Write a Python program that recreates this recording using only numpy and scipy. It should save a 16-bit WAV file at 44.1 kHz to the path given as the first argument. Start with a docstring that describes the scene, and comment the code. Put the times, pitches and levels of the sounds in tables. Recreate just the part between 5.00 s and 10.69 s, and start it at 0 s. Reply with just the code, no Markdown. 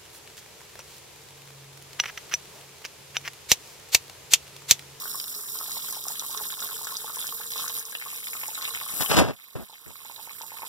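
"""A small utility closet: water drains from the opened port of a well pump.
The jet hisses, the pipe hums faintly and spray ticks on floor and casing. Heavy drops plop into the puddle
and small drips ring, both by trapping bubbles. The level dips briefly midway. Near the end a hand bumps and
brushes the left port of a two-port microphone with a loud rush and stays there, shading it;
the recorder's gain control ducks under the rush and slowly brings the water back."""
import sys
import numpy as np
from scipy import signal
from scipy.fft import rfft, irfft
from scipy.io import wavfile
from scipy.ndimage import uniform_filter1d

SR = 44100
rng = np.random.default_rng(int(sys.argv[2]) if len(sys.argv) > 2 else 0)


def pcm_store(signal):
    """Save signal as 16-bit PCM."""
    levels = np.round(np.clip(np.atleast_2d(signal), -1, 1) * 32767)
    wavfile.write(sys.argv[1], SR, levels.astype(np.int16).T)


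N = 250884
TIME = np.arange(N) / SR
HZ = np.fft.rfftfreq(N, 1 / SR)


def from_db(db):
    """Decibels to gain."""
    return 10 ** (np.asarray(db) / 20)


def unit_rms(x):
    """Scale to rms 1."""
    return x / np.sqrt(np.mean(x ** 2) + 1e-20)


def in_time(rows):
    """Each column of a curve at every sample."""
    times_s, *columns = np.transpose(rows)
    return [np.interp(TIME, times_s, column) for column in columns]


def spectral_gain(rows):
    """Gain at every FFT bin from (frequency [Hz], level [dB]) rows."""
    hz, db = np.transpose(rows)
    return from_db(np.interp(np.log(HZ + 1), np.log(hz), db))


def coloured(noise, spectrum):
    """Give a noise a spectrum, rolled off below 10 Hz; rms 1."""
    gain = spectral_gain(spectrum) * HZ / (HZ + 10)
    return unit_rms(irfft(rfft(noise) * gain, N))


def low_pass(x, hz, order=1):
    """Butterworth low-pass."""
    return signal.sosfilt(signal.butter(order, min(hz, .45 * SR), fs=SR, output="sos"), x)


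def delayed(x, delay_s):
    """Fractional delay."""
    return irfft(rfft(x) * np.exp(-2j * np.pi * HZ * delay_s), N)


def drift(rate_hz):
    """Smooth random curve; rms 1."""
    return unit_rms(irfft(rfft(rng.standard_normal(N)) / (1 + (HZ / rate_hz) ** 2), N))


def resonance(phase, width_hz, waver_db, waver_hz):
    """Narrow noise band around a carrier phase, wavering in strength; rms 1."""
    wander = low_pass(rng.standard_normal((2, N)), width_hz / 2, order=2)
    band = wander[0] * np.cos(phase) + wander[1] * np.sin(phase)
    return unit_rms(band * from_db(waver_db * drift(waver_hz)))


def ring(clicks, hz, cycles):
    """Band-pass resonator that decays 60 dB in so many cycles."""
    radius = from_db(-60 * hz / (cycles * SR))
    angle = 2 * np.pi * hz / SR
    return signal.lfilter([1, 0, -1], [1, -2 * radius * np.cos(angle), radius ** 2], clicks + 1e-18)


# Port difference against port sum: (frequency [Hz], side gain [dB])
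STEREO_WIDTH = [(120, -8), (430, -4), (900, -1), (2100, 6), (3000, 3), (4500, 0)]
def widened(ports):
    """Set stereo width by frequency; long waves reach both ports more alike."""
    mid = ports.mean(axis=0)
    side = irfft(rfft(ports[0] - mid) * spectral_gain(STEREO_WIDTH), N)
    return np.array([mid + side, mid - side])


# Broad noise of the stream: (frequency [Hz], density [dB])
JET_SPECTRUM = [(30, -9), (60, 1.5), (120, 8), (280, -3.5), (700, -12), (1200, -7), (2000, -19.5),
                (2550, -30.5), (4000, -5), (7000, -2.5), (11000, 3), (14300, 0), (15500, -2.5)]
# Gliding whistles in the hiss, from the jet and the microphone ports:
# (start [Hz], settled [Hz], width [Hz], start level [dB], settled level [dB], left over right [dB])
HISS_WHISTLES = [(5480, 5250, 130, -11, -34, 0), (7000, 6800, 220, -18, -18, 2),
                 (7850, 8100, 170, -24, -17, 2), (8880, 8780, 130, -14, -19, 0),
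                 (10250, 9930, 90, -20, -12, -1), (10750, 10230, 150, -19, -14, 6),
                 (11950, 11750, 200, -14, -19, -3), (12520, 12080, 140, -11, -14.5, -4),
                 (13720, 13130, 150, -9, -6, -7), (14250, 13400, 260, -10, -11, -4),
                 (14750, 14200, 200, -13, -9.5, -2)]
def jet(noise_db=-2, tones_db=-.7, flutter_db=1.5, settle_s=3.2, settle_db=-3):
    """Fluttering hiss with gliding whistles; it weakens as the stream settles."""
    settled = np.clip(TIME / settle_s, 0, 1)
    quadrature = np.array([[0], [np.pi / 2]])   # between the ports
    out = from_db(noise_db) * coloured(rng.standard_normal((2, N)), JET_SPECTRUM)
    for start_hz, end_hz, width_hz, start_db, end_db, pan_db in HISS_WHISTLES:
        hz = (start_hz + (end_hz - start_hz) * settled) * (1 + .0016 * drift(6))
        phase = 2 * np.pi * np.cumsum(hz) / SR + quadrature
        tone = resonance(phase, width_hz, waver_db=2, waver_hz=6)
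        pan = from_db([[pan_db / 2], [-pan_db / 2]])
        out += tone * pan * from_db(tones_db + start_db + (end_db - start_db) * settled)
    return widened(out) * from_db(flutter_db * drift(80) + settle_db * settled)


# Air column in the pipe: (time [s], pitch [Hz], level [dB])
PIPE_HUM = [(0, 420, -61), (0.8, 420, -63), (1.7, 440, -62), (2.3, 458, -61), (2.75, 462, -60),
            (3.2, 464, -65), (5.69, 464, -68)]
def pipe():
    """Air in the draining pipe hums a faint, wavering note that creeps upwards."""
    hz, db = in_time(PIPE_HUM)
    phase = 2 * np.pi * np.cumsum(hz) / SR
    return from_db(db) * resonance(phase, width_hz=34, waver_db=2.5, waver_hz=6.3)


def droplets(per_s, band_hz, cycles, size_db, clump_db, pitches):
    """Clumped impacts of random size, each ringing at one pitch in the band; rms 1."""
    born = rng.random(N) < per_s * from_db(clump_db * drift(14)) / SR
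    sizes = from_db(size_db * np.minimum(rng.exponential(1, N), 3.5))
    clicks = born * sizes * rng.choice([-1, 1], N)
    pitch_index = rng.integers(0, pitches, N)
    ring_hz = np.geomspace(*band_hz, pitches)
    return unit_rms(sum(ring(clicks * (pitch_index == k), hz, cycles) for k, hz in enumerate(ring_hz)))


# How hard the stream splashes: (time [s], level [dB])
SPLASH_LEVEL = [(0, -38), (0.15, -42.5), (0.45, -45.5), (0.8, -35.5), (1.15, -40.5), (1.55, -36.5),
                (1.9, -38.5), (2.03, -41.5), (2.28, -35.5), (2.45, -42), (2.6, -32.5), (2.85, -40),
                (3.3, -42), (3.45, -45.5), (3.65, -37), (3.85, -37.5), (5.1, -38.5), (5.69, -43.5)]
# Coarse splatter as the stream weakens and breaks up: (time [s], level [dB])
SPLATTER_LEVEL = [(0, -88), (2.6, -66), (2.95, -48.5), (3.7, -47), (4.4, -49), (5.69, -49.5)]
def small_drops(jet_db, splash_db):
    """Mist, spray, spatter, tinkle and splatter: the smaller the drop, the higher it rings."""
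    mist = droplets(per_s=540, band_hz=(7300, 15000), cycles=36, size_db=6.5, clump_db=4, pitches=18)
    spray = droplets(per_s=220, band_hz=(5900, 8200), cycles=14, size_db=3.5, clump_db=3, pitches=10)
    spatter = droplets(per_s=170, band_hz=(3200, 4200), cycles=11, size_db=3.5, clump_db=3, pitches=6)
    tinkle = droplets(per_s=70, band_hz=(3150, 4300), cycles=24, size_db=4, clump_db=3, pitches=20)
    splatter = droplets(per_s=90, band_hz=(1900, 3000), cycles=12, size_db=4, clump_db=3, pitches=10)
    splatter_db, = in_time(SPLATTER_LEVEL)
    splash = from_db(-14) * spray + from_db(-10.5) * spatter + from_db(-10) * tinkle
    return from_db(jet_db - 8.5) * mist + from_db(splash_db) * splash + from_db(splatter_db) * splatter


def trickle(swing_db, level_db=-53.5, follow=.89):
    """Droplets patter into the puddle, following the swing in splashing."""
    patter = droplets(per_s=90, band_hz=(1050, 2050), cycles=15, size_db=3.5, clump_db=2.5, pitches=18)
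    return from_db(level_db + follow * swing_db) * patter


def light_drops(per_s, db, low_hz, high_hz, spread_db=3, follow=.17):
    """Random drops, stronger in harder splashing: rows (time [s], level [dB], pitch [Hz])."""
    wait, size, pitch = rng.random((200, 3)).T
    times_s = np.cumsum(-np.log(1 - wait)) / per_s
    curve_s, splash_db = np.transpose(SPLASH_LEVEL)
    swing_db = np.interp(times_s, curve_s, splash_db - splash_db.mean())
    levels_db = db + follow * swing_db + spread_db * (2 * size - 1)
    rows = np.transpose([times_s, levels_db, low_hz * (high_hz / low_hz) ** pitch])
    return list(rows[times_s < N / SR])


# Heaviest drops in the puddle: (time [s], level [dB], bubble pitch [Hz])
PUDDLE_DROPS = [(0.056, -28.5, 1490), (0.146, -32.5, 1080), (0.611, -28.5, 1210), (0.768, -34, 840),
                (0.925, -37, 1000), (0.969, -32.5, 820), (1.068, -33.5, 765), (1.103, -33, 880),
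                (1.222, -30.5, 1020), (1.236, -41, 910), (1.296, -39, 930), (1.347, -29.5, 1120),
                (1.411, -34.5, 830), (1.622, -29, 1390), (1.638, -35, 1170), (1.698, -35, 1480),
                (1.728, -39, 1010), (1.813, -34.5, 955), (1.87, -26, 1530), (2.044, -30.5, 870),
                (2.101, -31.5, 1230), (2.17, -32.5, 1010), (2.243, -32, 1490), (2.4, -37, 860),
                (2.559, -30, 1144), (2.632, -36, 1480), (2.699, -35, 1080), (2.776, -34.5, 1180),
                (2.927, -30.5, 1620), (3.061, -31, 1110), (3.072, -33, 1180), (3.129, -38, 1050),
                (3.352, -31.5, 1300), (3.369, -41, 1250), (3.435, -30.5, 990), (3.485, -32.5, 860),
                (3.577, -30, 1400), (3.6, -35.5, 1290), (3.747, -41, 1660), (3.807, -56, 1110),
                (3.833, -40, 1100), (4.044, -28, 1110), (4.697, -28.5, 930), (4.73, -31.5, 855),
                (4.906, -32.5, 950), (5.051, -31.5, 880), (5.098, -27.5, 970), (5.112, -37, 800),
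                (5.181, -33.5, 920), (5.194, -31, 850), (5.274, -29.5, 930), (5.411, -29, 936),
                (5.434, -32.5, 905), (5.519, -30.5, 910), (5.54, -38, 857), (5.593, -35, 977),
                (5.62, -32, 1026), (5.632, -27, 910)]
def plops(drops, bubble_s=.0034, chirp_per_s=9, slap_hz=1400, slap_s=.0005, slap_db=-6,
          gurgle_s=.03, gurgle_db=-12):
    """A drop slaps the puddle and traps a bubble; two weaker, detuned bubbles follow."""
    out, t = np.zeros(N + SR), TIME[:SR // 20]
    slap = np.sin(2 * np.pi * slap_hz * t) * np.exp(-t / slap_s)
    for at_s, db, hz in drops:
        out[int(at_s * SR):][:len(t)] += from_db(db + slap_db) * slap
        for k, (damping, detune, glide, wait) in enumerate(rng.random((3, 4))):
            follower = min(k, 1)   # 0 for the main bubble
            bubble_hz = hz * 2 ** (follower * (detune - .5))
            phase = 2 * np.pi * bubble_hz * t * (1 + chirp_per_s * glide ** 2 * t)
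            bubble = np.sin(phase) * np.exp(-t / (bubble_s * 2 ** (damping - .5)))
            start_s = at_s + follower * wait * gurgle_s
            out[int(start_s * SR):][:len(t)] += from_db(db + follower * gurgle_db) * bubble
    return out[:N]


# Sharpest drops on hard surfaces: (time [s], level [dB], centre pitch [Hz])
HARD_DROPS = [(0.095, -31, 5300), (0.1556, -20, 9700), (0.1994, -18, 4080), (0.241, -26, 3900),
              (0.3272, -24.5, 6300), (0.349, -27, 5400), (0.588, -23, 6700), (0.7177, -21, 5250),
              (0.804, -39, 4200), (0.926, -18, 9000), (1.04, -26, 6900), (1.0833, -16.5, 6970),
              (1.1949, -17.5, 4970), (1.3124, -25, 6000), (1.3749, -20, 4800), (1.6038, -21.5, 5600),
              (1.846, -24, 6040), (1.871, -29, 4230), (1.9225, -28, 6300), (1.9684, -20.5, 5200),
              (2.159, -16, 9100), (2.269, -21, 6260), (2.5187, -23.5, 4060), (2.5785, -23, 3870),
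              (2.592, -24, 4770), (2.6808, -19.5, 6900), (2.786, -20, 7800), (2.795, -19.5, 8000),
              (2.8529, -20, 7150), (2.912, -24, 7000), (2.9502, -19.5, 2580), (3.1605, -26, 6760),
              (3.244, -30, 7600), (3.27, -22, 2700), (3.283, -26.5, 5230), (3.4521, -61, 7470),
              (3.4805, -24, 7800), (3.625, -24, 4200), (3.652, -20, 3160), (3.748, -17.5, 2550),
              (5.071, -30.5, 5450), (5.393, -37, 6780), (5.417, -21.5, 5200), (5.48, -32, 5660),
              (5.606, -44, 6900)]
def ticks(drops, ring_s=.0009, splash_s=.002, splash_db=-6, spread_octaves=1.1, modes=4):
    """A hard impact rings briefly at pitches set by where it lands, and bursts into a tiny splash."""
    out, t = np.zeros(N + SR), TIME[:SR // 50]
    for at_s, db, hz in drops:
        octaves = spread_octaves * (np.arange(modes) + rng.random(modes) - modes / 2) / modes
        modes_hz = hz * 2 ** octaves
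        impact = sum(np.sin(2 * np.pi * mode_hz * t) * (-1) ** k for k, mode_hz in enumerate(modes_hz))
        splash = unit_rms(ring(rng.standard_normal(len(t)), hz, cycles=5)) * np.exp(-t / splash_s)
        tick = impact * np.exp(-t / ring_s) + from_db(splash_db) * splash
        out[int(at_s * SR):][:len(t)] += from_db(db) * tick
    return out[:N]


# Clear drips in shallow water: (time [s], level [dB], bubble pitch [Hz])
SHALLOW_DRIPS = [(0.9083, -30, 5530), (1.5399, -23, 3440), (1.9535, -22, 3570), (2.1899, -23, 3250),
                 (2.2258, -21.5, 3430), (2.29, -21.5, 3160), (2.7003, -24.5, 3150), (2.952, -13, 2800),
                 (3.5478, -19, 7600), (3.625, -25.5, 3300), (3.6521, -27.5, 3820), (3.678, -22, 2800),
                 (3.756, -23.5, 3320), (4.061, -15, 3000), (5.1611, -20.5, 3750)]
def drips(drops, bubble_s=.0016, chirp_per_s=7):
    """A small drip traps a tiny bubble: one short, high, rising note."""
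    out, t = np.zeros(N + SR), TIME[:SR // 40]
    for at_s, db, hz in drops:
        phase = 2 * np.pi * hz * t * (1 + chirp_per_s * t)
        out[int(at_s * SR):][:len(t)] += from_db(db) * np.sin(phase) * np.exp(-t / bubble_s)
    return out[:N]


def closet(x, t60_s, build_s, wet_db=-7, left_lag_s=.00018):
    """Direct sound, right port first, plus dense reflections from tank and walls."""
    t = TIME[:SR // 3]
    envelope = from_db(-60 * t / t60_s) * (1 - np.exp(-t / build_s))
    echoes = rng.standard_normal((2, len(t))) * envelope
    echoes /= np.sqrt(np.sum(echoes ** 2, axis=1, keepdims=True))
    direct = np.array([delayed(x, left_lag_s), x])
    return direct + from_db(wet_db) * signal.fftconvolve(x[None], echoes, axes=1)[:, :N]


def dip(at_s=2.79, depth_db=-5, fall_s=.051, recover_s=.5):
    """Gain curve: the level drops once and creeps back."""
    return from_db(np.interp(TIME - at_s, [0, fall_s, fall_s + recover_s], [0, depth_db, 0]))


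# Hand strokes on the left port: (middle [s], length [s], level [dB], low-pass [Hz])
HAND_STROKES = [(3.748, 0.043, -52, 50), (3.963, 0.074, -41, 3020), (4.019, 0.029, -24, 11200),
                (4.135, 0.063, -17.5, 3700), (4.184, 0.035, -0.5, 5150), (4.203, 0.05, 3.5, 666),
                (4.246, 0.024, -8, 258), (4.28, 0.073, -10, 586), (4.565, 0.02, -15.5, 182),
                (4.605, 0.057, -24, 352), (4.888, 0.049, -35.5, 225)]
# Skin friction with the port's resonances: (frequency [Hz], density [dB])
SKIN_SPECTRUM = [(30, -5), (70, 3), (150, 5), (240, 2.5), (320, 0), (600, -1), (950, -3.5), (1300, -3),
                 (2500, -5.5), (7000, -6.5), (9200, -5.5), (10000, -5.5), (11200, -6), (12600, -14),
                 (13200, 3), (14000, -6), (15500, -7)]
def hand_rub(grip_db=2, steepness=5.3):
    """Skin sticks and slips over the port; some strokes scrape brightly, others rumble."""
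    stick_slip = rng.standard_normal(N) * from_db(grip_db * drift(120))
    friction = coloured(stick_slip, SKIN_SPECTRUM)
    out = np.zeros(N)
    for middle_s, length_s, db, dull_hz in HAND_STROKES:
        touch = 1 / (1 + np.abs(2 * (TIME - middle_s) / length_s) ** steepness)
        out += from_db(db) * touch * unit_rms(low_pass(friction, dull_hz))
    return out


# Hand bumps on the recorder's case: (time [s], level [dB], thud pitch [Hz])
CASE_BUMPS = [(4.007, -19, 650), (4.117, -13, 480), (4.141, -10, 600), (4.202, -1, 560), (4.245, -12, 240),
              (4.555, -19, 330), (4.877, -33, 400)]
def knocks(decay_cycles=1.2, low_cut_hz=150):
    """Each bump makes the case thud briefly; it is too small for deep bass."""
    out, t = np.zeros(N + SR), TIME[:SR // 20]
    for at_s, db, hz in CASE_BUMPS:
        thud = np.sin(2 * np.pi * hz * t) * np.exp(-t * hz / decay_cycles)
        out[int(at_s * SR):][:len(t)] += from_db(db) * thud
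    return out[:N] - low_pass(out[:N], low_cut_hz)


# Treble at the left port: (time [s], gain [dB])
LEFT_TREBLE = [(0, -1.5), (2.6, -1), (3.25, 0.5), (3.87, -0.5), (4.02, 11), (4.2, 8.5), (4.35, -9),
               (5.69, -28)]
def hand_shade(ports, above_hz=5400):
    """The hand cups the left port, lifting its treble, then covers it; bass bends round."""
    treble_db, = in_time(LEFT_TREBLE)
    treble = irfft(rfft(ports[0]) / (1 + (above_hz / (HZ + 1)) ** 6), N)
    return ports + np.outer([1, 0], treble * (from_db(treble_db) - 1))


def gain_control(x, threshold_db=-19.5, share=.72, window_s=.038, release_db_per_s=10.5):
    """Gain falls at once when the louder channel passes the threshold, then climbs back steadily."""
    power = uniform_filter1d(x ** 2, int(window_s * SR), axis=1).max(axis=0)
    level_db = 10 * np.log10(np.abs(power) + 1e-12)
    duck_db = share * np.maximum(level_db - threshold_db, 0)
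    climb_db = release_db_per_s * TIME
    return x * from_db(climb_db - np.maximum.accumulate(duck_db + climb_db))


def scene():
    """Sound pressure at the left and right microphone ports."""
    splash_db, = in_time(SPLASH_LEVEL)
    swing_db = splash_db - splash_db.mean()
    jet_db = -35 + .26 * swing_db + 1.1 * drift(8.1)   # follows the splashing, surges by chance
    stream = from_db(jet_db) * jet() + pipe()
    sharp = small_drops(jet_db, splash_db)
    puddle = trickle(swing_db)
    light_drips = light_drops(per_s=7, db=-37, low_hz=3000, high_hz=7500)
    light_plops = light_drops(per_s=5, db=-43, low_hz=700, high_hz=1800)
    sharp += from_db(-4.5) * ticks(HARD_DROPS)
    sharp += from_db(-2) * drips(SHALLOW_DRIPS + light_drips)
    puddle += from_db(-2.5) * plops(PUDDLE_DROPS + light_plops)
    drops = closet(sharp, t60_s=.06, build_s=.0015) + closet(puddle, t60_s=.11, build_s=.002)
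    rush = np.outer([1, 0], hand_rub() + knocks())   # left only
    return dip() * hand_shade(stream + drops) + rush


def record(dry):
    """Each port minus the delayed, dulled other aims sideways; then gain control, soft clip, top cut."""
    port_gap_s, dull_hz, ceiling, cutoff_hz = .000461, 6500, .8, 15800
    other = irfft(rfft(dry[::-1]) / np.sqrt(1 + (HZ / dull_hz) ** 6), N)
    aimed = dry - .97 * delayed(other, port_gap_s)
    rounded = ceiling * np.tanh(gain_control(aimed) / ceiling)
    return irfft(rfft(rounded) / (1 + (HZ / cutoff_hz) ** 300), N)


dry = scene()
out = record(dry)
pcm_store(out)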